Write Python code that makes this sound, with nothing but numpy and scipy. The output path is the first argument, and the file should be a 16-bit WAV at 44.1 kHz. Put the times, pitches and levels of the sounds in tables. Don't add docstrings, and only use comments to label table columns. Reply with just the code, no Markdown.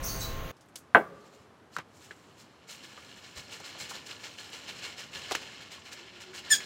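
import sys
import numpy as np
from scipy import signal
from scipy.fft import rfft, irfft, next_fast_len
from scipy.io import wavfile
from scipy.ndimage import uniform_filter1d

SR = 44100
rng = np.random.default_rng(int(sys.argv[2]) if len(sys.argv) > 2 else 0)


def pcm_store(signal):
    levels = np.round(np.clip(np.atleast_2d(signal), -1, 1) * 32767)
    wavfile.write(sys.argv[1], SR, levels.astype(np.int16).T)


def voltage_ratio(decibels):
    exponent = np.asarray(decibels, float) / 20
    return 10 ** exponent


N = 293265
T = np.arange(N) / SR


def level(x, db):
    return x * voltage_ratio(db) / np.sqrt(np.mean(x ** 2))


def colour(x, spectrum):
    hz, db = np.transpose(spectrum)
    size = next_fast_len(len(x))
    f = np.maximum(np.arange(size // 2 + 1) * SR / size, 1)
    gain = voltage_ratio(np.interp(np.log(f), np.log(hz), db))
    return irfft(rfft(x, size) * gain, size)[:len(x)]


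def band(x, hz, width_hz):
    return signal.lfilter(*signal.iirpeak(min(hz, .45 * SR), hz / width_hz, SR), x)


def lowpass(x, hz):
    return signal.sosfiltfilt(signal.butter(2, hz, fs=SR, output="sos"), x)


def swell(t, rise, t60):
    t = np.maximum(t, 0)
    attack = np.sin(np.pi / 2 * np.minimum(t / rise, 1)) ** 2
    return attack * voltage_ratio(-60 * np.maximum(t - rise, 0) / t60)


def walk(rate):
    k = int(SR / rate)
    steps = np.repeat(rng.standard_normal(N // k + 1), k)
    return 1.36 * uniform_filter1d(uniform_filter1d(steps, k), k)[:N]


def grains(per_s, scatter_db):
    hit = rng.random(N) < per_s / SR
    sign = rng.standard_normal(N)
    size = np.minimum(rng.exponential(size=N), 3.5)
    return level(hit * sign * voltage_ratio(scatter_db * size), 0)


def add(out, s, sound):
    start = int(s * SR)
    out[start:start + len(sound)] += sound[:N - start]


def room(x, wet_db):
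    t = T[:SR]
    sparse = rng.standard_normal(SR) * (rng.random(SR) < .1)
    near = sparse * swell(t - .002, 0.00085, t60=0.15)
    far = band(rng.standard_normal(SR), 1100, 2100) * swell(t - .02, 0.031, t60=0.56)
    echo = near / np.linalg.norm(near) + voltage_ratio(-48.5) * far / np.linalg.norm(far) * 10
    return x + voltage_ratio(wet_db) * signal.fftconvolve(x, echo)[:N]


def pop(t, hz, t60):
    return swell(t, 1.4 / hz, t60) * np.sin(2 * np.pi * hz * t - 3.0)


# frequency [Hz], density [dB per Hz].
SEED_ON_PAPER = [(150, -27), (400, 0.5), (800, -1.5), (1700, -1.5), (3000, -1.5), (4500, -4), (6000, -2),
                 (7800, -7), (8200, -9), (11000, -16.5), (15500, -18.5), (17000, -36.5)]
# frequency [Hz], width [Hz], level [dB].
CHUTE_MODES = [(1030, 63, -11), (1430.7, 62, -6.5), (1726, 65, -2), (2216, 109, -5), (2917, 530, -3),
               (4191, 260, -3), (5153, 220, -8), (6921, 80, -7.5), (7459, 450, -7.5)]
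# time [s], level [dB], brightness [dB].
TRICKLE = [(1.05, -77, -7), (1.2, -68.5, 5), (1.75, -88, -10.5), (1.97, -69, 14), (2.72, -63, -11.5),
           (2.87, -53, 0), (3.31, -54, -1), (3.75, -49.5, -6.5), (4.36, -52.5, -0.5), (4.78, -47.5, -4.5),
           (5.07, -55, -11.5), (5.31, -42.5, -3), (5.67, -53, -10), (6.41, -52.5, -9.5), (6.56, -46.5, -1)]
# time [s], peak level [dB], brightness [dB], length [s].
SHAKES = [(2.694, -35.5, 5, 0.407), (2.836, -37, 0, 0.126), (3.237, -38, -9, 0.206),
          (3.3692, -30.5, -1.5, .22), (3.5195, -32, -0.5, 0.312), (3.6508, -32, -2, 0.364),
          (3.7968, -27.5, 0.5, 0.274), (3.8977, -33, 7, 0.107), (3.9445, -28.5, -5.5, 0.206),
          (4.0638, -38, 4.5, 0.076), (4.0935, -30.5, -5, 0.233), (4.238, -29, -7.5, 0.242),
          (4.3848, -33, -3.5, 0.317), (4.533, -31, -3, 0.293), (4.685, -28.5, -3.5, 0.149),
          (4.832, -27.5, -4.5, 0.433), (4.982, -30, -3.5, 0.39), (5.14, -29.5, -3.5, 0.57),
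          (5.244, -38.5, -6, 0.176), (5.413, -41.5, -13, 0.34), (5.61, -35.5, -6.5, 0.2),
          (5.718, -32.5, -4, 0.25), (5.8535, -38.5, -3, 0.274), (5.923, -30, -0.5, 0.086),
          (5.981, -35.5, -10, 0.215), (6.2082, -35, -1, 0.153), (6.3484, -31.5, 0, 0.212),
          (6.3835, -32, -3, 0.088), (6.4492, -32, -12.5, 0.287), (6.602, -41, -17, .22)]
# time [s], peak level [dB].
RUSTLES = [
    (1.2493, -53.5),
    (1.3294, -51.5),
    (1.3987, -57),
    (1.736, -45),
    (1.9797, -61),
    (2.029, -44),
    (2.3894, -45),
]


def seeds():
    flow_s, flow_db, flow_bright_db = np.transpose(TRICKLE)
    body = voltage_ratio(np.interp(T, flow_s, flow_db, left=-100) + 1.2 * walk(60)) ** 2
    top = body * voltage_ratio(np.interp(T, flow_s, flow_bright_db)) ** 2

    handfuls = [(s, db, 4, 0.061, 0.2) for s, db in RUSTLES]
    for s, db, bright_db, length_s in SHAKES:
        handfuls.append((s, db, bright_db, 0.0175 + 0.077 * length_s, length_s))
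    t = T[:SR // 3]
    for s, db, bright_db, rise_s, t60_s in handfuls:
        runs_out = np.exp(-(t / 0.21) ** 2)
        throw = (voltage_ratio(db - 11) * swell(t, max(rise_s, .002), t60_s) * runs_out) ** 2
        start_s = s - 0.614 * rise_s
        add(body, start_s, throw)
        add(top, start_s, throw * voltage_ratio(bright_db + 2.5) ** 2)

    rung = 0.5 * grains(per_s=12000, scatter_db=1.0) + 0.2455 * grains(per_s=500, scatter_db=1.0)
    for hz, width_hz, db in CHUTE_MODES:
        mode = band(grains(per_s=1200, scatter_db=1.0), hz, 1.166 * width_hz)
        rung += voltage_ratio(db + 7.5 + 1.2 * walk(60)) * mode
    rung = level(colour(rung, SEED_ON_PAPER), 0)
    low = lowpass(rung, 6000)
    return room(low * np.sqrt(body) + (rung - low) * np.sqrt(top), -10.5)


# frequency [Hz], level [dB].
TUB_WALLS = [(71, -51), (120, -21.5), (204, -11), (971, 0), (1100, -1), (1530, -4.5), (1630, -8.5),
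             (2850, -19), (5000, -41), (6500, -77), (11000, -120)]
# frequency [Hz], t60 [s].
TUB_T60 = [
    (150, 0.316),
    (500, 0.23),
    (1000, 0.082),
    (2000, .11),
    (5000, 0.04),
]
# frequency [Hz], level [dB], t60 [s].
CAGE_WIRES = [
    (550.3, -50.5, 1.03),
    (1165.7, -50, 1.15),
    (420, -51.5, 1.6),
    (171.76, -51, 1.1),
]


def tub():
    start_s = .9477
    t = T[:SR]
    early = t[:SR // 4]
    hz = np.geomspace(130, 5000, num=90) * (1 + 0.0143 * rng.standard_normal(90))
    hz = hz[:, None]
    turn = 2 * np.pi * rng.random((90, 1))
    wall_hz, wall_db = np.transpose(TUB_WALLS)
    strength = voltage_ratio(np.interp(np.log(hz), np.log(wall_hz), wall_db)) * np.sqrt(hz / 1000)
    decay = swell(early - .0015, 0.0025, np.interp(hz, *np.transpose(TUB_T60)))
    walls = (strength * decay * np.sin(2 * np.pi * hz * early + turn)).sum(axis=0)
    hand_damps = np.clip((.09 - early) / 0.059, .1, 1)

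    crack = rng.standard_normal(SR) * (swell(t, 0.00057, 0.016) + voltage_ratio(-14.5) * swell(t, 0.0075, 0.28))
    blow = voltage_ratio(-32.5) * crack
    blow[:len(early)] += voltage_ratio(-16.5) * walls * hand_damps
    out = np.zeros(N)
    add(out, start_s, voltage_ratio(-3.5) * blow + .98 * pop(t, 1580, .011))
    out = room(out, -10.5)
    for wire_hz, db, t60_s in CAGE_WIRES:
        wire = band(rng.standard_normal(SR), wire_hz, 25) * 30
        add(out, start_s, voltage_ratio(db) * wire * swell(t, 0.036, t60_s))
    return out


# time [s], peak level [dB], body pitch [Hz].
KNOCKS = [(1.504, -53.5, 590), (1.764, -28.5, 1324), (1.784, -29, 1178), (1.797, -41, 2090),
          (2.109, -36.5, 1625), (2.975, -39, 1200), (3.6, -41, 597), (3.748, -43.5, 700),
          (3.909, -33.5, 1030), (5.31, -26.5, 702), (5.318, -25.5, 3900), (5.3501, -23.5, 1920),
          (5.779, -45, 900), (6.332, -39, 1500), (6.603, -33.5, 1670)]
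# time [s], peak level [dB], body pitch [Hz], t60 [s].
FLICKS = [(.566, -58, 4940, 0.175), (.608, -54.5, 6000, 0.132), (.657, -65.5, 12000, .08),
          (.685, -59.5, 8000, .08), (.7562, -32, 8100, 0.043), (0.759, -34, 4410, 0.058),
          (.77, -43.5, 7000, 0.16), (0.784, -48.5, 12000, 0.067), (3.6, -44, 6000, 0.051),
          (4.499, -53, 10000, 0.045), (5.3096, -30.5, 2800, 0.13), (5.3519, -35, 5500, 0.039)]
# time [s], level [dB], pitch [Hz].
POPS = [
    (1.7652, -22, 1400),
    (2.1083, -33, 1750),
    (5.3488, -27, 1000),
    (5.3512, -21, 2600),
]
# time [s], level [dB], pitch [Hz], t60 [s].
THUMPS = [
    (3.36, -48, 93, 0.25),
    (1.765, -51, 150, 0.15),
    (3.8, -55, 110, .3),
    (5.15, -53, 107, .2),
    (5.31, -50, 120, .2),
    (6.535, -52, 300, 0.1),
]


def knocks():
    out, t = np.zeros(N), T[:SR // 4]
    taps = [(*row, -4, -25.5) for row in FLICKS]
    for s, db, hz in KNOCKS:
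        crack_db = 1.1 * (db + 28)
        taps.append((s, db, hz, 0.0812, crack_db, -10))
    for s, db, hz, t60_s, crack_db, thud_db in taps:
        rattle = rng.standard_normal(len(t)) * swell(t, 0.0013, t60_s)
        body = band(band(rattle, hz, 0.506 * hz), hz, min(3.8 * hz, .45 * SR))
        thud = band(band(rattle, 506, 690), 428, 1060)
        crack = colour(rattle * voltage_ratio(-900 * t), SEED_ON_PAPER)
        tap = body / abs(body).max() + voltage_ratio(crack_db) * crack + voltage_ratio(thud_db) * thud / abs(thud).max()
        add(out, s, voltage_ratio(db) * tap)
    for s, db, hz in POPS:
        add(out, s, voltage_ratio(db) * pop(t, hz, .011))
    for s, db, hz, t60_s in THUMPS:
        thump = band(band(rng.standard_normal(len(t)), hz, 0.73 * hz), hz, 0.73 * hz)
        add(out, s, level(thump, db) * swell(t, 0.0158, t60_s))
    return out


# time [s], pitch [Hz].
CHIRP_PITCH = [
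    (6.5, 1830),
    (6.508, 1790),
    (6.516, 1755),
    (6.524, 1748),
    (6.529, 1705),
    (6.536, 1670),
    (6.546, 1580),
]
# level [dB], loudest moment [s], swell [s].
PARTIALS = [
    (-21, 6.524, 0.021),
    (-21, 6.533, 0.0115),
    (-24.5, 6.528, .018),
    (-20, 6.525, 0.0163),
    (-22.5, 6.52, 0.0111),
    (-48, 6.524, .012),
    (-39.5, 6.522, 0.02),
    (-40, 6.523, 0.0093),
    (-42.5, 6.528, 0.0107),
]
# frequency [Hz], density [dB per Hz].
BREATH = [
    (500, -14),
    (1500, -9),
    (4000, 0.5),
    (8000, -1),
    (10000, -13.5),
    (16000, -16.5),
]


def chirp():
    s, hz = np.transpose(CHIRP_PITCH)
    phase = 2 * np.pi * np.cumsum(np.interp(T, s, hz) * (1 + .005 * walk(500))) / SR
    voice = np.zeros(N)
    for k, (db, peak_s, swell_s) in enumerate(PARTIALS):
        spread_s = np.where(T < peak_s, swell_s, 0.833 * swell_s)
        shape = np.exp(-((T - peak_s) / spread_s) ** 2)
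        voice += voltage_ratio(db + 2) * shape * np.sin((k + 1) * phase + 1.8 * k)
    voice *= np.clip((T - 6.501) / 0.0054, 0, 1)
    wall_echo = voltage_ratio(-10.5) * np.roll(voice, int(.016 * SR))
    breath = level(colour(rng.standard_normal(N), BREATH), -32) * np.exp(-((T - 6.533) / 0.03185) ** 4)
    return room(voice + wall_echo + breath, -7.5)


# frequency [Hz], density [dB per Hz].
PORCH_HISS = [
    (12, -57.5),
    (25, -46),
    (85, -6),
    (300, -7),
    (550, -10),
    (1200, -10),
    (2000, -17.5),
    (6000, -30),
    (12000, -39),
    (16000, -50.5),
]


def porch():
    coo_hz = 364.6 * (1 + 0.0301 * walk(40))
    coo = voltage_ratio(-57.5 + 4.0 * walk(30)) * np.sin(2 * np.pi * np.cumsum(coo_hz) / SR)
    coo *= np.clip((T - 5.85) / 0.106, 0, 1) ** 2
    hiss = level(colour(rng.standard_normal(N), PORCH_HISS), -59.5) * voltage_ratio(0.67 * walk(3.08))
    low = lowpass(hiss, 600)
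    s, flow_db, _ = np.transpose(TRICKLE)
    mean_flow_db = -50.5
    rumble_db = -58 + 0.2463 * np.maximum(np.interp(T, s, flow_db) - mean_flow_db, -12)
    return hiss - low + level(low, 0) * voltage_ratio(rumble_db) + coo


# frequency [Hz], density [dB per Hz].
YARD_NOISE = [(12, -28), (20, 3.5), (158, -10), (216, -16), (642, -21.5), (780, -21), (1060, -22.5),
              (1150, -20.5), (4060, -31), (5230, -42), (6540, -33), (8180, -51), (16000, -35)]
# frequency [Hz], rms level [dB].
MACHINE_HUM = [
    (398.4, -63),
    (479.1, -60),
    (532.9, -55),
    (656.8, -56),
    (1066, -53),
]
# time [s], pitch [Hz], spread [Hz], level [dB].
FAR_BIRDS = [(0.0208, 5840, 580, -41), (0.044, 6370, 250, -39.5), (0.0665, 4530, 310, -42.5),
             (0.0158, 8600, 570, -50), (0.02, 11250, 800, -50), (0.0316, 15670, 1950, -36.5),
             (0.1776, 8040, 400, -48.5), (0.1924, 6370, 790, -43), (0.202, 3970, 126, -40.5),
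             (.04, 5060, 340, -55), (0.083, 9300, 520, -52.5), (0.195, 5500, 380, -49.5),
             (0.209, 4520, 450, -47), (0.198, 11600, 1500, -51.5), (0.197, 14960, 1500, -42.5)]


def opening():
    out = level(colour(rng.standard_normal(N), YARD_NOISE), -37)
    for hz, db in MACHINE_HUM:
        out += voltage_ratio(db + 3.5 + 1.66 * walk(13.76)) * np.sin(2 * np.pi * hz * T + 0.75 * walk(12.2))
    t = T[T < .5265]
    for s, hz, spread_hz, db in FAR_BIRDS:
        t60_s = 0.712 if s < .15 else 0.404
        smear = band(band(rng.standard_normal(len(t)), hz, spread_hz), hz, 4.5 * spread_hz)
        out[:len(t)] += level(smear, db) * swell(t - s, 0.0221, t60_s)
    return out


def scene():
    first = np.clip((.5165 - T) / 0.0023, 0, 1)
    background = first * opening() + (1 - first) * porch()
    return (background + seeds() + knocks() + tub() + chirp())[None]


def roll_off(x):
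    return signal.sosfilt(signal.butter(12, 16800, fs=SR, output="sos"), x)


def record(dry):
    clipped = np.clip(dry, -.99, .99)
    mix = signal.sosfilt(signal.ellip(10, .2, 60, 15850, fs=SR, output="sos"), clipped)
    return roll_off(mix)


dry = scene()
out = record(dry)
pcm_store(out)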